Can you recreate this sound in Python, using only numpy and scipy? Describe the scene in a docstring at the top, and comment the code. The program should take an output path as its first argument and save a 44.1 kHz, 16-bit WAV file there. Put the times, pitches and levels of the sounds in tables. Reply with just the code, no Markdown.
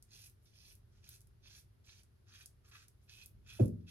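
"""Shaving with a safety razor

Short strokes through lathered stubble, close to a phone in a small quiet room. Random clicks stand for
hairs snapping and ring the razor head; more clicks make the skin's rasp and a late, rising fizz of lather.
Bursting lather ticks as very short rings. Near the end a dull thump comes through a wall as short wave
packets, and the room booms on in slowly fading tones and noise. Filtered noise makes the rumble and hiss."""
import sys
import numpy as np
from scipy import signal
from scipy.fft import rfft, irfft
from scipy.io import wavfile
from scipy.ndimage import uniform_filter1d

SR = 44100
rng = np.random.default_rng(int(sys.argv[2]) if len(sys.argv) > 2 else 0)


def store_pcm(level_fs):
    """Save levels as 16-bit WAV."""
    pcm = np.round(np.clip(level_fs, -1, 1) * 32767).astype(np.int16)
    wavfile.write(sys.argv[1], SR, np.atleast_2d(pcm).T)


N = 171990
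EVENT_SAMPLES, LEAD_S = 24576, 0.1  # length of one stroke or tick buffer, and the time before its start


def amp(db):
    """Turn decibels into a gain."""
    return 10 ** (np.asarray(db) / 20)


def unit(x):
    """Scale to an average strength (rms) of 1."""
    return x / np.sqrt(np.mean(x ** 2) + 1e-30)


def fade(u, t60):
    """Die away by 60 dB in t60 seconds."""
    return np.exp(-np.log(1000) * u / t60)


def curve(points, size):
    """Gain at every frequency, drawn through (frequency [Hz], level [dB]) points."""
    hz, db = np.array(points, float).T
    freqs = np.fft.rfftfreq(size, 1 / SR) + 1
    return amp(np.interp(np.log(freqs), np.log(hz), db))


def colour(x, points):
    """Make some pitches of a sound stronger and others weaker."""
    size = x.shape[-1]
    return irfft(rfft(x) * curve(points, size), size)


def add(out, x, at):
    """Mix a stereo sound in at a time in seconds, dropping what falls outside."""
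    i = int(round(at * SR))
    x = x[:, max(-i, 0):max(N - i, 0)]
    first = max(i, 0)
    out[:, first:first + x.shape[1]] += x


def walk(rate, size):
    """Smooth random wandering with an rms of 1, with `rate` new values per second."""
    k = max(int(SR / rate), 2)
    steps = np.repeat(rng.standard_normal(size)[:size // k + 1], k)
    return unit(uniform_filter1d(steps, k)[:size])


def snaps(rate, spread_db, size):
    """Dense tiny clicks at random moments, a few much larger than the rest."""
    size_db = spread_db * np.minimum(rng.exponential(size=size), 5)
    strength = amp(size_db) * rng.choice([-1, 1], size)
    return unit(strength * (rng.random(size) < rate / SR))


def diffuse(points, wide_hz):
    """Noise from all sides: alike at both microphone ports in the bass, unrelated above wide_hz."""
    mid, side = rfft(rng.standard_normal((2, N))) * curve(points, N)
    side = side * np.minimum(np.fft.rfftfreq(N, 1 / SR) / wide_hz, 1) ** 0.87
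    return irfft(np.array([mid + side, mid - side]), N)


# how far the left microphone port leads the right: (frequency [Hz], lead [radians])
PORT_LEAD = [(1200, 0), (2050, -2.5), (2500, -1.5), (3300, -2), (5000, -2.5), (5800, -4.5), (7300, -4.5),
             (9300, -2), (10600, -0.5), (12800, 2), (14500, 2)]
ECHO_S, ECHO_DB = 0.00123, -12  # echo from a surface beside the phone; its delay varies a little
ROOM_T60_S = 0.18


def near(x, room_db):
    """A close sound at two ports: a quick echo, then room reflections drawn anew for each event."""
    f, t = np.fft.rfftfreq(len(x), 1 / SR), np.arange(SR // 4) / SR
    echo_s = ECHO_S * rng.uniform(0.922, 1.04)
    left = rfft(x) * (1 + amp(ECHO_DB) * np.exp(-2j * np.pi * f * echo_s))
    right = left * np.exp(-1j * np.interp(f, *np.array(PORT_LEAD).T))
    direct = irfft(np.array([left, right]), len(x))
    # the room tail is stronger in its first few milliseconds
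    early = 1 + 1.85 * np.exp(-t / 0.0024)
    tail = rng.standard_normal((2, len(t))) * fade(t, ROOM_T60_S) * (t > ECHO_S) * early
    tail /= np.sqrt(np.sum(tail ** 2, axis=1, keepdims=True))
    return direct + amp(room_db) * signal.fftconvolve(x[None], tail, axes=1)[:, :len(x)]


# tone of the rumble, before a second filter dulls it: (frequency [Hz], level [dB])
RUMBLE_COLOUR = [(15, -50), (25, -18), (35, -5.5), (54, -2), (107, 0), (126, -1.5), (151, -15.5),
                 (207, -16.5), (267, -24), (325, -23), (389, -20.5), (465, -29.5), (900, -34), (1170, -74),
                 (1980, -120)]
# tone of the hiss: (frequency [Hz], level [dB])
HISS_COLOUR = [(300, -20), (900, 0), (1400, 1.5), (2500, -4), (5000, -5.5), (8000, -14.5), (11000, -4),
               (13700, -14.5), (15000, -27)]
# rise and fall of the deepest rumble: (time [s], level change [dB])
RUMBLE_SWELL = [(0, -1.5), (1, 1), (2.9, -1.5), (3.2, 1.5), (3.4, 7), (3.9, 1)]
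RUMBLE_DB, HISS_DB = -64.5, -82  # rms, the rumble before its swell
RUMBLE_WIDE_HZ, HISS_WIDE_HZ = 447, 890
SWELL_TOP_HZ = 215  # above this the swell has less and less effect


def room_tone(t):
    """Steady rumble of the house, its deepest part swelling late, and a faint hiss."""
    noise = diffuse(RUMBLE_COLOUR, RUMBLE_WIDE_HZ)
    rumble = amp(RUMBLE_DB) * unit(colour(noise, [(600, 2.0), (1000, -5.5), (3000, -44)]))
    deep = colour(rumble, [(SWELL_TOP_HZ, 0), (2 * SWELL_TOP_HZ, -20)])
    swell = amp(np.interp(t, *np.array(RUMBLE_SWELL).T))
    hiss = amp(HISS_DB) * unit(diffuse(HISS_COLOUR, HISS_WIDE_HZ))
    return rumble + (swell - 1) * deep + hiss


THUMP_S, DISPERSION = 3.578, 0.51  # moment of the blow; waves arrive DISPERSION / sqrt(Hz) seconds later
SIDES = np.array([[0.5], [-0.5]])  # splits a left-right difference between left and right


def since_arrival(t, hz, right_lag):
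    """Time since the wave arrived at each port: in a bending wall, high pitches travel faster."""
    return t - THUMP_S - DISPERSION / np.sqrt(hz) + SIDES * right_lag


# wave packets of the wall, pitch and level before the shifts in RETURNS:
# (frequency [Hz], level [dB], half length [s], right lag [s], left minus right [dB])
WALL = [(114, -18, .015, 0, 0.5), (224, -26, 0.0067, .0002, -6.5), (347, -22, 0.0052, -.0004, 2),
        (641, -34, 0.0031, .0006, -5)]
# first arrival and returns from the far walls, before their extra loss: (delay [s], level [dB])
RETURNS = [(0, 0.5), (.047, -12), (.105, -14.5), (.134, -19.5), (.173, -17), (.221, -20)]
RETURN_SAG_OCT_PER_S, RETURN_LOSS_DB_PER_CYCLE = 1.32, 0.4  # later returns are lower and duller


def wall_blow(t):
    """The blow arrives as short wave packets, highs first, then rolls back ever lower and duller."""
    out = np.zeros((2, N))
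    for delay, return_db in RETURNS:
        sag = 2 ** (-RETURN_SAG_OCT_PER_S * delay)
        for hz, db, half, lag, pan_db in WALL:
            u = since_arrival(t, hz, lag) - delay
            loss_db = RETURN_LOSS_DB_PER_CYCLE * hz * delay
            gain = amp(db + return_db - loss_db + SIDES * pan_db)
            out += gain * np.cos(2 * np.pi * hz * sag * u) * np.exp(-(u / half) ** 2)
    return out


# low tones at which the room booms, level before onset and fade:
# (frequency [Hz], level [dB], 60 dB fade time [s], right lag [s], left minus right [dB])
BOOM = [(86.2, -55, 0.7, 0, -1), (104.8, -47, 0.57, -0.0024, 4), (170.5, -39, 0.73, 0, 8),
        (218.9, -35.5, 0.51, .0002, -2), (238, -38.5, 0.41, -.0003, -8), (257.2, -38.5, 0.43, 0.013, 1.5),
        (338.4, -31, 0.265, 0.011, 0.5), (383.5, -48, 0.24, -.0006, -4), (497.6, -36.5, 0.2, 0.0018, 11),
        (528.7, -35, 0.2, 0.018, -4.5), (588.5, -45.5, 0.32, .0004, -8), (625, -60, .22, -0.014, -8),
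        (745, -49, 0.093, .0003, 2), (911, -57.5, 0.24, -0.017, -5)]


def room_boom(t):
    """The thump sets off the room's own low tones, each swelling quickly and fading at its own pace."""
    out = np.zeros((2, N))
    for hz, db, t60, lag, pan_db in BOOM:
        u = np.maximum(since_arrival(t, hz, lag), 0)
        onset = 1 - np.exp(-u / 0.0053)
        out += amp(db + SIDES * pan_db) * np.sin(2 * np.pi * hz * u) * onset * fade(u, t60)
    return out


# tone of the thump's noisy tail: (frequency [Hz], level [dB])
TAIL = [(25, -48), (45, -12), (70, 0), (120, -5), (170, -13.5), (260, -4), (400, -5.5), (460, -9),
        (650, -14), (850, -27), (1200, -30), (2000, -42), (4000, -62)]
TAIL_DB, TAIL_LOW_T60_S, TAIL_HIGH_T60_S = -32.5, 0.49, 0.2  # level before onset and fade


def thump_tail(t):
    """Countless reflections blur into noise, whose highs arrive first and fade first."""
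    out = np.zeros((2, N))
    noise = unit(diffuse(TAIL, wide_hz=480))
    low = colour(noise, [(250, 1), (400, -6.5), (650, -22.5), (1200, -69)])
    high = noise - low
    for band, hz, rise, t60 in ((low, 220, 0.009, TAIL_LOW_T60_S), (high, 900, 0.002, TAIL_HIGH_T60_S)):
        u = np.maximum(since_arrival(t, hz, 0), 0)
        out += amp(TAIL_DB) * band * (1 - np.exp(-u / rise)) ** 2 * fade(u, t60)
    return out


def thump(t):
    """A blow travels through the wall and sets the room booming."""
    return wall_blow(t) + room_boom(t) + thump_tail(t)


# wet ticks of lather and blade, level before TICK_DB and colouring:
# (time [s], level [dB], ring frequency [Hz])
TICKS = [(0.0256, -39.5, 9350), (0.259, -44.5, 10200), (0.273, -50, 11400), (.298, -44, 11700),
         (0.7536, -43.5, 11600), (1.091, -32, 12400), (1.161, -45, 7600), (1.207, -45.5, 10000),
         (1.216, -46, 10400), (1.272, -51, 10500), (2.034, -47.5, 9200), (2.4595, -32, 9500),
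         (2.8831, -42, 10200), (3.26, -32.5, 12100), (3.658, -37, 11000), (3.6815, -43.5, 10700)]
# tone of the ticks: (frequency [Hz], level [dB])
TICK_COLOUR = [(500, -28), (2000, -23), (5000, 3), (8000, -1), (11000, 1), (16000, -5.5)]
TICK_DB, TICK_RING_S, TICK_ROOM_DB = 4, 0.000099, -2


def ticks():
    """Films of lather burst with a very short ring."""
    out = np.zeros((2, N))
    u = np.maximum(np.arange(EVENT_SAMPLES) / SR - LEAD_S, 0)
    for at, db, hz in TICKS:
        pop = amp(db + TICK_DB) * np.sin(2 * np.pi * hz * u) * np.exp(-u / TICK_RING_S)
        add(out, near(colour(pop, TICK_COLOUR), TICK_ROOM_DB), at - LEAD_S)
    return out


RELEASE_S = 0.019


def pressure(u, length, attack, swell_db):
    """The blade lands, drags with growing or easing force, and lets go."""
    land = np.exp(np.minimum(u, 0) * 2 / attack)
    lift = np.exp(-np.maximum(u - length, 0) / RELEASE_S)
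    return land * lift * amp(swell_db * (np.clip(u / length, 0, 1) - 0.5))


CATCHES_PER_S, CATCH_S = 44, 0.0029
CATCH_DB, BITE_DB = -3.5, -32  # typical snag and landing snag, against the steady drag


def catches(u):
    """Sudden snags slip free within milliseconds; a faint one comes as the blade lands."""
    caught = rng.random(len(u)) < CATCHES_PER_S / SR
    snags = caught * rng.uniform(0.48, 1.6, len(u)) * amp(CATCH_DB)
    snags[np.searchsorted(u, 0)] += amp(BITE_DB)
    slip = np.exp(-1 / (CATCH_S * SR))
    return unit(1 + signal.lfilter([1], [1, -slip], snags))


TWANGS_PER_S, TWANG_LOW_HZ, TWANG_HIGH_HZ, TWANG_RING_S = 170, 2380, 6930, 0.0011


def twangs(size):
    """Single coarse hairs flick off the blade, each ringing briefly at its own pitch."""
    out, u = np.zeros(size), np.arange(SR // 100) / SR
    count = int(TWANGS_PER_S * size / SR)
    for place, pitch, strength in rng.random((count, 3)):
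        i = int(place * (size - len(u)))
        hz = TWANG_LOW_HZ * (TWANG_HIGH_HZ / TWANG_LOW_HZ) ** pitch
        out[i:i + len(u)] += strength * np.sin(2 * np.pi * hz * u) * np.exp(-u / TWANG_RING_S)
    return unit(out)


# tone of the blade on hair: (frequency [Hz], level [dB])
BLADE = [(700, -44), (1500, -12), (2100, -7.5), (2500, -2.5), (2950, -7.5), (3450, 0), (4700, 2.5),
         (6200, 4), (7600, -9), (9500, -9.5), (15000, -35)]
# ringing of the razor head, before each stroke's ring level: (frequency [Hz], width [Hz], level [dB])
HEAD = [(2563, 290, 9), (3360, 400, -1), (3870, 160, -16)]
HAIRS_PER_S, HAIR_SPREAD_DB, SCRAPE_DB = 2600, 3.5, 0.5
EDGE_HZ, EDGE_WIDTH_HZ = 7550, 740  # where a sharply angled blade sounds brightest


def hair_scrape(force, ring_db, sharp_db):
    """Snapping hairs ring the razor head, brighter or duller with the blade's angle."""
    n = len(force)
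    f = np.fft.rfftfreq(n, 1 / SR) + 1
    head = sum(amp(db) / (1 + ((f * f - hz * hz) / (f * width)) ** 2) for hz, width, db in HEAD)
    edge = np.exp(-((f - EDGE_HZ) / EDGE_WIDTH_HZ) ** 2)
    body = unit(curve(BLADE, n) * (1 + amp(ring_db) * head) * amp(sharp_db * edge))
    hairs = snaps(HAIRS_PER_S, HAIR_SPREAD_DB, n) * force
    return irfft(rfft(hairs) * body, n) * amp(SCRAPE_DB)


# tone of the skin's rasp, before its pitch shift: (frequency [Hz], level [dB])
RASP = [(400, -30), (950, -19), (1280, 1.5), (1700, 0.5), (2150, -3), (2800, -5), (4000, -9), (9000, -27)]
RASP_DB, RASP_SAG_OCT_PER_DB = -6, 0.022


def skin_rasp(force, rasp_db):
    """The skin judders under the blade; the harder the drag, the louder and lower the rasp."""
    sag = 2 ** (-RASP_SAG_OCT_PER_DB * rasp_db)
    skin = [(hz * sag, gain_db) for hz, gain_db in RASP]
    grains = snaps(HAIRS_PER_S, HAIR_SPREAD_DB, len(force))
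    return unit(colour(grains, skin)) * force * amp(RASP_DB + rasp_db)


# tone of the lather's fizz: (frequency [Hz], level [dB])
FIZZ = [(3000, -44), (6500, -7), (8800, 3.5), (10500, 5), (12500, 0), (14000, 1.5), (15500, -25),
        (17000, -39)]
BUBBLES_PER_S, BUBBLE_SPREAD_DB, FIZZ_DB = 2800, 3.8, -2.5


def lather_fizz(foam, fizz_db):
    """Many small bubbles burst as the lather builds up."""
    bubbles = snaps(BUBBLES_PER_S, BUBBLE_SPREAD_DB, len(foam))
    return unit(colour(bubbles, FIZZ)) * foam * amp(FIZZ_DB + fizz_db)


# strokes, levels before the layer settings: (start [s], length [s], attack [s], level [dB],
# swell from start to end [dB], rasp [dB], fizz [dB], head ring [dB], sharpness [dB])
STROKES = [(0.119, 0.138, 0.028, -64.5, -1.5, -12, -0.5, -8, -2),
           (0.417, 0.027, 0.0073, -91.5, -5, -14, 12.5, -8, 2),
           (0.463, 0.033, 0.019, -76.5, -5, -20, -9, -20, -18),
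           (0.557, 0.16, 0.051, -68.5, 1.5, -15, -2.5, -14, -10),
           (0.925, 0.066, 0.023, -81.5, 4, -1, -19, -26, 7),
           (1.044, 0.097, 0.026, -67, 4, -4.5, -1, -16, -1),
           (1.439, 0.033, 0.016, -64.5, 4.5, -11, -13.5, -5, -21),
           (1.504, 0.077, 0.031, -64.5, 3, -7, -5, -16, 0),
           (1.842, 0.013, 0.0027, -75.5, -3, -11, -1.5, -25, 10),
           (1.875, 0.12, 0.02, -67, -5.5, -8, -10.5, -4.5, 0.5),
           (2.272, 0.04, 0.014, -73, 4.5, 4, -14, -13, -4.5),
           (2.321, 0.1, 0.003, -64.5, -1, -1, -6.5, 1, -3), (2.647, 0.04, 0.0083, -75.5, 0.5, 5, 0, -27, 8),
           (2.714, 0.041, 0.0026, -64, 4.5, 5.5, -11.5, 8.5, 1),
           (2.769, 0.057, .01, -68.5, 2.5, 3, -10.5, -4, 7),
           (3.017, 0.029, 0.009, -88.5, -7, -12, 9, -10, 2),
           (3.094, 0.072, 0.015, -65.5, -2.5, -8.5, -5, 1.5, -2.5),
           (3.184, 0.04, 0.023, -62, 2, -11, -6.5, 11, 3), (3.464, 0.022, .004, -70, 0, 0, -4, 8, 4),
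           (3.496, .13, 0.031, -62.5, -6.5, -3, -3.5, 9, 4), (3.808, 0.011, .005, -86, -6, -8, -12, 6, -11),
           (3.882, 0.09, 0.015, -62, -3.5, -8, -1, 9, -3)]
DRAG_DB, TWANG_DB, SCRAPE_ROOM_DB = 0.66, -5, -1.5  # wobble of the drag, twangs against stroke, room
FIZZ_LAG_S, FIZZ_RISE_DB = 0.0098, 9.5  # fizz comes later and grows more, so strokes end brighter
BLADE_LEFT_DB = -4  # the blade is weaker on the left


def razor():
    """Each stroke scrapes and twangs hairs, rasps the skin and fizzes the lather."""
    out, n = np.zeros((2, N)), EVENT_SAMPLES
    u = np.arange(n) / SR - LEAD_S
    for start, length, attack, db, swell_db, rasp_db, fizz_db, ring_db, sharp_db in STROKES:
        drag = amp(db + DRAG_DB * walk(130, n))
        push = pressure(u, length, attack, swell_db)
        force = drag * catches(u) * push
        foam = drag * pressure(u - FIZZ_LAG_S, length, attack, swell_db + FIZZ_RISE_DB)
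        blade = hair_scrape(force, ring_db, sharp_db) + twangs(n) * push * amp(db + TWANG_DB)
        soft = skin_rasp(force, rasp_db) + lather_fizz(foam, fizz_db)
        stroke = near(blade, SCRAPE_ROOM_DB) * amp([[BLADE_LEFT_DB], [0]]) + near(soft, SCRAPE_ROOM_DB)
        add(out, stroke, start - LEAD_S)
    return out


def scene():
    """Room tone, thump, ticks and razor together."""
    t = np.arange(N) / SR
    return room_tone(t) + thump(t) + ticks() + razor()


TOP_HZ = 16100


def record(dry):
    """The phone steeply cuts the treble above TOP_HZ."""
    treble_cut = signal.ellip(8, 0.2, 70, TOP_HZ, fs=SR, output="sos")
    return signal.sosfilt(treble_cut, dry)


dry = scene()
out = record(dry)
store_pcm(out)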